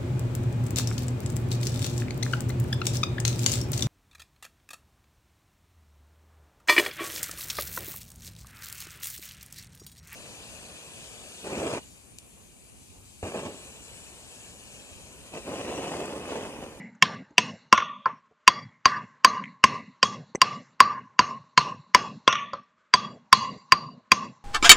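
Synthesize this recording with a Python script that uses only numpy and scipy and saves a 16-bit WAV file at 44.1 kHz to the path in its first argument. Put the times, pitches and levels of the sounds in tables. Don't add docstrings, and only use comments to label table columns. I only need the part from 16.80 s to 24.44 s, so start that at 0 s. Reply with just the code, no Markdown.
import sys
import numpy as np
from scipy import signal
from scipy.fft import irfft, next_fast_len
from scipy.io import wavfile
from scipy.ndimage import uniform_filter1d

SR = 44100
rng = np.random.default_rng(int(sys.argv[2]) if len(sys.argv) > 2 else 0)


def level_to_linear(level):
    exponent = np.asarray(level, float) / 20
    return 10 ** exponent


def store_pcm(level_fs):
    pcm = np.round(np.clip(level_fs, -1, 1) * 32767).astype(np.int16)
    wavfile.write(sys.argv[1], SR, np.atleast_2d(pcm).T)


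N = 336924
FREQS = np.fft.rfftfreq(2 * next_fast_len(N // 2 + 1, real=True), 1 / SR)

# pitch_hz, level_db per Hz
FLOOR = [(60, -16), (565, -12.5), (625, -1.5), (720, -29), (1120, -2.5), (5650, -28), (7500, -26),
         (9750, -51)]
FLOOR_DB = -71.5

# start_s, stays_open_times, opens_by_db, slab_echo_db, hammer_ring_db
TAILS = [(-0.16, 1.74, 0.5, -87, -69), (0.223, 0.96, -1.1, -45, -74.5), (0.582, 0.79, 2, -48, -66),
         (0.926, 1.58, 0.5, -29.5, -73.5), (1.258, 0.42, -44.5, -42.5, -95), (1.679, 0.83, -8.5, -36, -52),
         (2.056, 0.87, -3, -33, -57.5), (2.448, 1.04, -2.6, -32.5, -55.5), (2.841, 0.91, 1, -36.5, -68.5),
         (3.23, 0.88, 1.5, -42.5, -62.5), (3.617, 1.005, 2, -37, -56), (4.006, 1.18, -4, -30, -57),
         (4.393, 0.96, -4, -34, -62), (4.774, 0.91, 1.5, -36.5, -69), (5.147, .97, 3, -34.5, -61.5),
         (5.476, 1.04, 6.5, -32, -76.5), (5.734, 0.36, -41, -54.5, -95), (6.14, 1.05, -2.5, -39.5, -50),
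         (6.529, 1.09, 6, -34.5, -43), (6.922, 1.06, -10, -39, -51), (7.32, 0.93, 1.5, -39, -59)]
SKIDS = [3, 15]
# from_s, chisel_pitch_hz, dull_stone_echo_db, shank_ring_db
SEATS = [(0, 2747, 1.5, -62), (.4, 2710, -1, -66), (1.15, 2760, 8, -52.5), (1.9, 2780, 8, -60.5),
         (2.3, 2677, 7, -63.5), (2.7, 2776, -1, -68), (3.0, 2776, -5.5, -56), (3.8, 2808, 3.5, -72.5),
         (4.2, 2773, -7, -68), (5.0, 2950, -7.5, -53), (5.3, 3350, -3, -49.5), (6.7, 2832, -6, -67.5),
         (7.1, 2480, -8, -59.5)]

# pitch_hz, width_hz, level_db, t60_s (time to fall 60 dB), gate_shuts_after_s, gate_drop_db
RUMBLE = [(108.5, 12, -16, 0.83, 0.3, -19.5), (144.4, 35, -8, 5.3, 0.25, -16),
          (214.4, 60, -3.5, 2.8, 0.27, -15), (384, 320, -9, 1.5, 0.22, -12.5),
          (560, 220, -11.5, 3, 0.23, -18.5), (885.6, 120, -9, 8.1, 0.14, -15)]
HAMMER_TAIL = [(4692, 40, 3, .55, .19, -19)]
AIR = [(7280, 34, 1.5, 0.79, 0.33, -12), (8500, 200, -4.5, .4, 0.22, -16.5),
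       (8700, 140, 0, 0.36, 0.18, -18.5)]
SLAB_ECHO = [(1062, 95, -5.5, 3.9, 0.18, -16), (1164, 48, -3, 0.43, 0.17, -13.5),
             (1330, 1500, -17, 0.29, 0.028, 0.5)]
SKID_ECHO = [(1154, 57, -2.5, 0.71, 0.19, -6), (1050, 98, -11, 0.99, 0.18, -6.5),
             (1404, 58, -12.5, 0.36, .2, -11), (600, 85, -21.5, 0.82, 0.25, -11.5)]
SHANK = [(3340, 55, -2.4, 0.37, 0.27, -11)]
PATCH = [(5510, 300, 0.48, 0.32, 0.32, -8.5)]
WASH = [(1682, 300, -7, 0.8, 0.14, -5), (2047, 250, -7, 1, 0.2, -9), (2690, 210, -9, 0.56, 0.19, -6),
        (2853, 92, -12.5, 0.98, 0.17, -13), (3230, 1800, -12, 0.34, 0.045, -1),
        (4112, 520, -17.5, 0.77, 0.63, -7.5), (4270, 300, -17, 0.24, 0.34, -6)]
HISS = [(5050, 480, -12, 0.48, 0.26, -6), (5980, 1300, -14, 0.94, 0.45, -10),
        (6320, 350, -7, 0.27, 0.41, -4), (7030, 260, -10.5, 0.94, .14, -9.5)]
SKID_WASH = [(1855, 150, -10, 0.9, 0.2, -9.5), (2470, 620, -4, 0.59, 0.21, -4),
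             (2760, 260, -6, 0.35, 0.21, -4.5), (3410, 260, -7, 0.87, 0.2525, -14.5),
             (4063, 770, -17, 0.8, 0.099, -4.5)]
SKID_HISS = [(5700, 250, -7, 0.38, .11, -7), (6270, 300, -6, 0.76, 0.074, -10.5)]

# usual_db, db_per_db_of_opening, added_by_skid_db
RUMBLE_LAW = (-43, 0.33, -9)
WASH_LAW = (-45, 0.56, 3.7)
HISS_LAW = (-56, 0.74, 3.9)
PATCH_LAW = (-60, 0.51, .1)
AIR_LAW = (-72.5, 1, -35)

# start_s, peak_db, pitch_hz, t60_s, grit_db
KNOCKS = [(0.15, -51, 1482, 0.021, -57.5), (.507, -49, 295, 0.091, -67), (1.257, -34.5, 600, 0.041, -50),
          (1.257, -17.5, 1313, 0.058, -71), (1.262, -27.5, 918, 0.13, -76), (1.511, -56, 442, 0.068, -79.5),
          (1.521, -56, 706, 0.034, -80), (2.638, -23.5, 2235, 0.02, -55), (2.656, -32, 2180, 0.01, -63),
          (3.549, -12, 406, 0.014, -32.5), (3.555, -15.5, 480, 0.011, -29.5),
          (3.553, -31, 2020, 0.034, -59), (3.575, -38.5, 244, 0.041, -71.5), (5.731, -32.5, 560, 0.12, -59),
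          (5.732, -35, 1272, 0.12, -61)]
# start_s, crack_db, slab_db, slab_pitch_hz, chisel_db
BLOWS = [(0.2236, -16.5, -16, 1050, -4.5), (0.5803, -18, -21, 991.3, -5), (0.9264, -3.5, -5, 1039, -9),
         (1.6771, -2.5, -4, 1029, -5), (2.0556, -1.5, -9.5, 1067, -16), (2.4464, -2, -4.5, 1044, -7.5),
         (2.8391, -3.5, -6, 1058, -9), (3.2285, -11.5, -16, 1058, -8), (3.6161, -8, -9.5, 1052, -10),
         (4.0035, 0, 0, 1050, -13), (4.3912, -2, -9, 1003, -17), (4.7765, -6, -9, 1015, -10.5),
         (5.1467, -1, -6.5, 1003, -11), (5.4768, -5, -11, 1053, -15), (6.138, -2.5, -10.5, 1011, -12),
         (6.5274, -7.5, -2.5, 1050, -5), (6.9212, 0, -7, 1050, -12.5), (7.3176, -2.5, -11.5, 1050, -9.5)]
# start_s, crack_db, slab_db, slab_pitch_hz,
# chisel_db
BOUNCES = [
    (0.9771, -10, -19, 1067, -17.5),
    (1.0024, -20, -28, 1090, -32),
    (1.0215, -38, -27, 1184, -42),
    (1.257, -41, -16, 1050, -64),
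    (5.5266, -12, -23.5, 1090, -16),
    (5.5536, -27, -24.5, 1167, -25.5),
    (5.7327, -50, -30, 1038, -35),
]

# pitch_hz, level_db, t60_s, rise_s
SLAB = [(1180, -9.5, 0.0076, 0.0012), (214, 0, 0.061, 0.0029), (149, -7.5, 0.078, 0.002),
        (523.4, 3.5, 0.029, 0.00073), (735.6, -1, 0.05, 0.0016), (420, -4.5, 0.011, 0.0014),
        (1200, -11.5, 0.15, 0.002)]
CHISEL = [(3278, -8.5, 0.037, 0.0011), (2193, 0.5, 0.022, 0.00019), (1820, -2.5, 0.029, 0.00034),
          (2390, -2.5, 0.0047, 0.0011)]
HAMMER = [(4692, 11, .048, .0008), (4250, -4, .018, .0004), (3800, -5, .018, .0004)]
GRIT = [(5283, 3.5, 0.019, 0.0027), (6130, -5.5, 0.024, 0.00067), (6495, -2.5, 0.018, 0.00022),
        (7550, -13, 0.033, 0.00032), (8600, -24, 0.061, .0003)]

START, HOLD, OPEN_DB, ECHO_DB, RING_DB = np.transpose(TAILS)
SKID = np.isin(np.arange(len(START)), SKIDS)
ALL_TAILS = slice(None)


def noise(shape):
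    used = shape > 1e-5 * shape.max()
    bins = np.zeros(len(FREQS), np.complex64)
    bins[used] = shape[used] * np.exp(2j * np.pi * rng.random(used.sum()))
    x = irfft(bins)[:N]
    return x / np.std(x)


def smooth(shape, hz):
    lowpass = signal.butter(N=3, Wn=hz, fs=SR, output="sos")
    return signal.sosfilt(lowpass, rng.standard_normal(shape)) * np.sqrt(SR / 2 / hz)


def walk(rate, sr=SR):
    hold, length = int(sr / rate), -(-N * sr // SR)
    steps = np.repeat(rng.standard_normal(length // hold + 1), hold)
    return uniform_filter1d(steps, hold)[:length]


def add(out, start_s, x):
    i = int(start_s * SR)
    out[i:i + len(x)] += x[:N - i]


def seat(s):
    since, *state = np.transpose(SEATS)
    return np.array(state)[:, np.searchsorted(since, s, side="right") - 1]


def ring(modes, t, scatter_db=2.5, detune=0.0044, rough=0.74, soft=1):
    hz, db, t60, rise = np.transpose(modes)[:, :, None]
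    luck = rng.standard_normal((3, len(modes), 1))
    crumble = 1 + rough * smooth((len(modes), len(t)), 450)
    swell = (1 - np.exp(-t / (rise * soft))) * level_to_linear(db + scatter_db * luck[0] - 60 * t / t60)
    tones = np.sin(2 * np.pi * hz * (1 + detune * luck[1]) * t + luck[2])
    return np.sum(crumble * swell * tones, axis=0)


def echo(bands, level_db, rows, hold=HOLD, flutter_db=3.0, patchy_db=-1.0, wall_db=2.0, pure=0, rise_s=0.0026):
    start, level_db, hold = START[rows], level_db[rows], hold[rows]
    out, samples = np.zeros(N), np.arange(N) / SR
    t = np.arange(0, N / SR, 1 / 500)
    age = np.clip(t - start[:, None], 0, None)
    wall = wall_db * np.exp(-((age - 0.115) / 0.021) ** 2)
    for hz, width, db, t60, shut, shut_db in bands:
        patch, late = rng.standard_normal((len(start), 2, 1)).transpose(1, 0, 2)
        since = age - shut * hold[:, None] * (1 + 0.12 * late)
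        gate_db = shut_db / (1 + np.exp(-since / 0.0028)) - 40 * np.clip(since, 0, None)
        fade_db = level_db[:, None] + db + patchy_db * patch - 60 * (age - 0.09) / t60
        power = (1 - np.exp(-age / rise_s)) * level_to_linear(fade_db + wall + gate_db) ** 2
        band = noise(np.exp(-((FREQS - hz) / width) ** 2))
        if pure:
            tone = np.sqrt(2) * np.sin(2 * np.pi * hz * samples)
            band = (1 - pure) * band + pure * tone
        flutter = level_to_linear(flutter_db * walk(25, sr=500)[:len(t)])
        out += np.interp(samples, t, np.sqrt(power.sum(axis=0)) * flutter) * band
    return out


def tail_db(law):
    usual, slope, skidded = law
    return usual + slope * OPEN_DB + skidded * SKID


def background():
    hz, db = np.transpose(FLOOR)
    shape_db = np.interp(np.log(FREQS + 1), np.log(hz), db, right=-90)
    return noise(level_to_linear(shape_db)) * level_to_linear(FLOOR_DB + 2.3 * walk(40))


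def street_rumble():
    hold = 0.92 * np.minimum(HOLD, 1.08)
    return echo(RUMBLE, tail_db(RUMBLE_LAW), ALL_TAILS, hold, flutter_db=3.5, patchy_db=-0.5)


def hammer_tail():
    hold = np.clip(1.36 + 0.08 * (RING_DB + 49.0), 0.8, 2)
    return echo(HAMMER_TAIL, RING_DB, ALL_TAILS, hold, flutter_db=1.5, pure=0.5)


def slab_tail():
    air_db = tail_db(AIR_LAW) - 40 * (ECHO_DB > -32.2)
    out = echo(AIR, air_db, ALL_TAILS, patchy_db=1)
    out += echo(SLAB_ECHO, ECHO_DB, ~SKID, flutter_db=1.5, patchy_db=2.6, wall_db=4.0, rise_s=0.023)
    return out + echo(SKID_ECHO, ECHO_DB, SKID, flutter_db=1.5, patchy_db=-1.5, wall_db=1.5)


def shank_tail():
    shank_db = seat(np.abs(START))[2] + np.minimum(OPEN_DB + 9, 0)
    out = np.zeros(N)
    for bands, level_db in (SHANK, shank_db), (PATCH, tail_db(PATCH_LAW)):
        out += echo(bands, level_db, ~SKID, flutter_db=0.86, patchy_db=-1.5, wall_db=7)
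    return out


def yard_wash():
    wash_db, hiss_db = tail_db(WASH_LAW), tail_db(HISS_LAW)
    dull_db = seat(np.abs(START))[1]
    layers = [(WASH[:2], wash_db + dull_db, ~SKID), (WASH[2:], wash_db, ~SKID), (HISS, hiss_db, ~SKID),
              (SKID_WASH, wash_db, SKID), (SKID_HISS, hiss_db, SKID)]
    out = np.zeros(N)
    for bands, level_db, rows in layers:
        out += echo(bands, level_db, rows, np.minimum(HOLD, 1.15), patchy_db=3.3)
    return out


def knocks():
    out, t = np.zeros(N), np.arange(SR // 8) / SR
    for start_s, db, hz, t60, grit_db in KNOCKS:
        pair = [(hz, db, t60, 0.001), (1.4 * hz, db - 14.5, t60, 0.001)]
        body = ring(pair, t, scatter_db=-0.5)
        add(out, start_s, body + level_to_linear(grit_db) * ring(GRIT[1:], t, detune=0.056, rough=0.87))
    return out


def stone(t, crack_db, slab_db, slab_hz, ring_db, light, soft):
    t60 = 0.037 if light else 0.036 - 0.0009 * (slab_db + 12.5)
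    thud_db = -42 if light else -25 - 0.21 * (ring_db + 60)
    sweep_hz = slab_hz + 2300 * np.exp(-t / 0.00066)
    crack = level_to_linear(crack_db - 1.0 - 60 * t / 0.0057)
    body = (1 - np.exp(-t / 0.006)) * level_to_linear(slab_db + 16.5 - 60 * t / t60)
    swell = (1 - np.exp(-t / (0.0001 * soft))) * (crack + body)
    return swell * np.sin(2 * np.pi * np.cumsum(sweep_hz) / SR) + level_to_linear(thud_db) * ring(SLAB, t)


def steel(t, start_s, chisel_db, ring_db, rattle, soft):
    chisel_hz = 3350 if rattle else seat(start_s)[0]
    hammer_db = -57 if rattle else max(-15 - 0.01 * (ring_db + 45) ** 2, -46)
    grip_db_per_s = 60 * np.clip(-2.4 * (hammer_db + 12), 0, 40)
    modes = [(chisel_hz, 6.5, 0.017, 0.0004)] + CHISEL
    chisel = level_to_linear(chisel_db - 3.5) * ring(modes, t, rough=1.0, soft=soft)
    head = ring(HAMMER, t, scatter_db=0.5, detune=0.001, rough=0.08)
    return chisel + level_to_linear(hammer_db - grip_db_per_s * t) * head


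def crumbs(t, crack_db, chisel_db, light, rattle, soft):
    grit_db = -12 + 0.95 * chisel_db if light else -8.5 + 0.55 * chisel_db
    grit_hz = 6050 if rattle else 5455
    rubble = level_to_linear(crack_db - 16.5 - 60 * t / 0.07) * (1 - np.exp(-t / 0.0024)) * smooth(len(t), 2600)
    modes = [(grit_hz, 3, 0.014, 0.0003)] + (GRIT[:3] if light else GRIT)
    grit = ring(modes, t, detune=0.027, rough=0.63, soft=soft)
    dust = level_to_linear(-18 - 14 * light - 60 * t / 0.021) * np.diff(rng.standard_normal(len(t) + 1))
    return rubble + level_to_linear(grit_db) * (grit + dust)


def blows():
    out, t = np.zeros(N), np.arange(SR // 8) / SR
    for row in sorted(BLOWS + BOUNCES):
        start_s, crack_db, slab_db, slab_hz, chisel_db = row
        tail = np.argmin(np.abs(START - start_s))
        light = row in BOUNCES
        rattle = start_s - START[tail] > 1 / 50
        soft = level_to_linear(-0.28 * crack_db)
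        hit = stone(t, crack_db, slab_db, slab_hz, RING_DB[tail], light, soft)
        hit += steel(t, start_s, chisel_db, RING_DB[tail], rattle, soft)
        add(out, start_s, hit + crumbs(t, crack_db, chisel_db, light, rattle, soft))
    return out


def scene():
    tails = street_rumble() + hammer_tail() + slab_tail() + shank_tail() + yard_wash()
    return np.tile(background() + tails + knocks() + blows(), (2, 1))


def roll_off(x):
    return signal.sosfilt(signal.butter(12, 16410, fs=SR, output="sos"), x)


def record(dry):
    lowpass = signal.butter(N=8, Wn=7900, fs=SR, output="sos")
    highpass = signal.butter(N=2, Wn=70, btype="high", fs=SR, output="sos")
    dull = signal.sosfilt(np.vstack([lowpass, highpass]), dry[0])
    ahead = np.linspace(0, 1, SR // 90) ** 0.97 * rng.standard_normal(SR // 90)
    dull += level_to_linear(-56.0) * signal.oaconvolve(dull, ahead)[len(ahead) - 1:]
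    knee = 12.0
    mid = np.clip(1.092 * dull / (1 + np.abs(dull) ** knee) ** (1 / knee), -1, 1)
    treble = signal.sosfilt(signal.butter(N=3, Wn=7000, btype="high", fs=SR, output="sos"), mid)
    side = level_to_linear(-24.0 + 7 * walk(25)) * treble * smooth(N, 1500)
    return roll_off(np.array([mid + side, mid - side]))


dry = scene()
out = record(dry)
store_pcm(out)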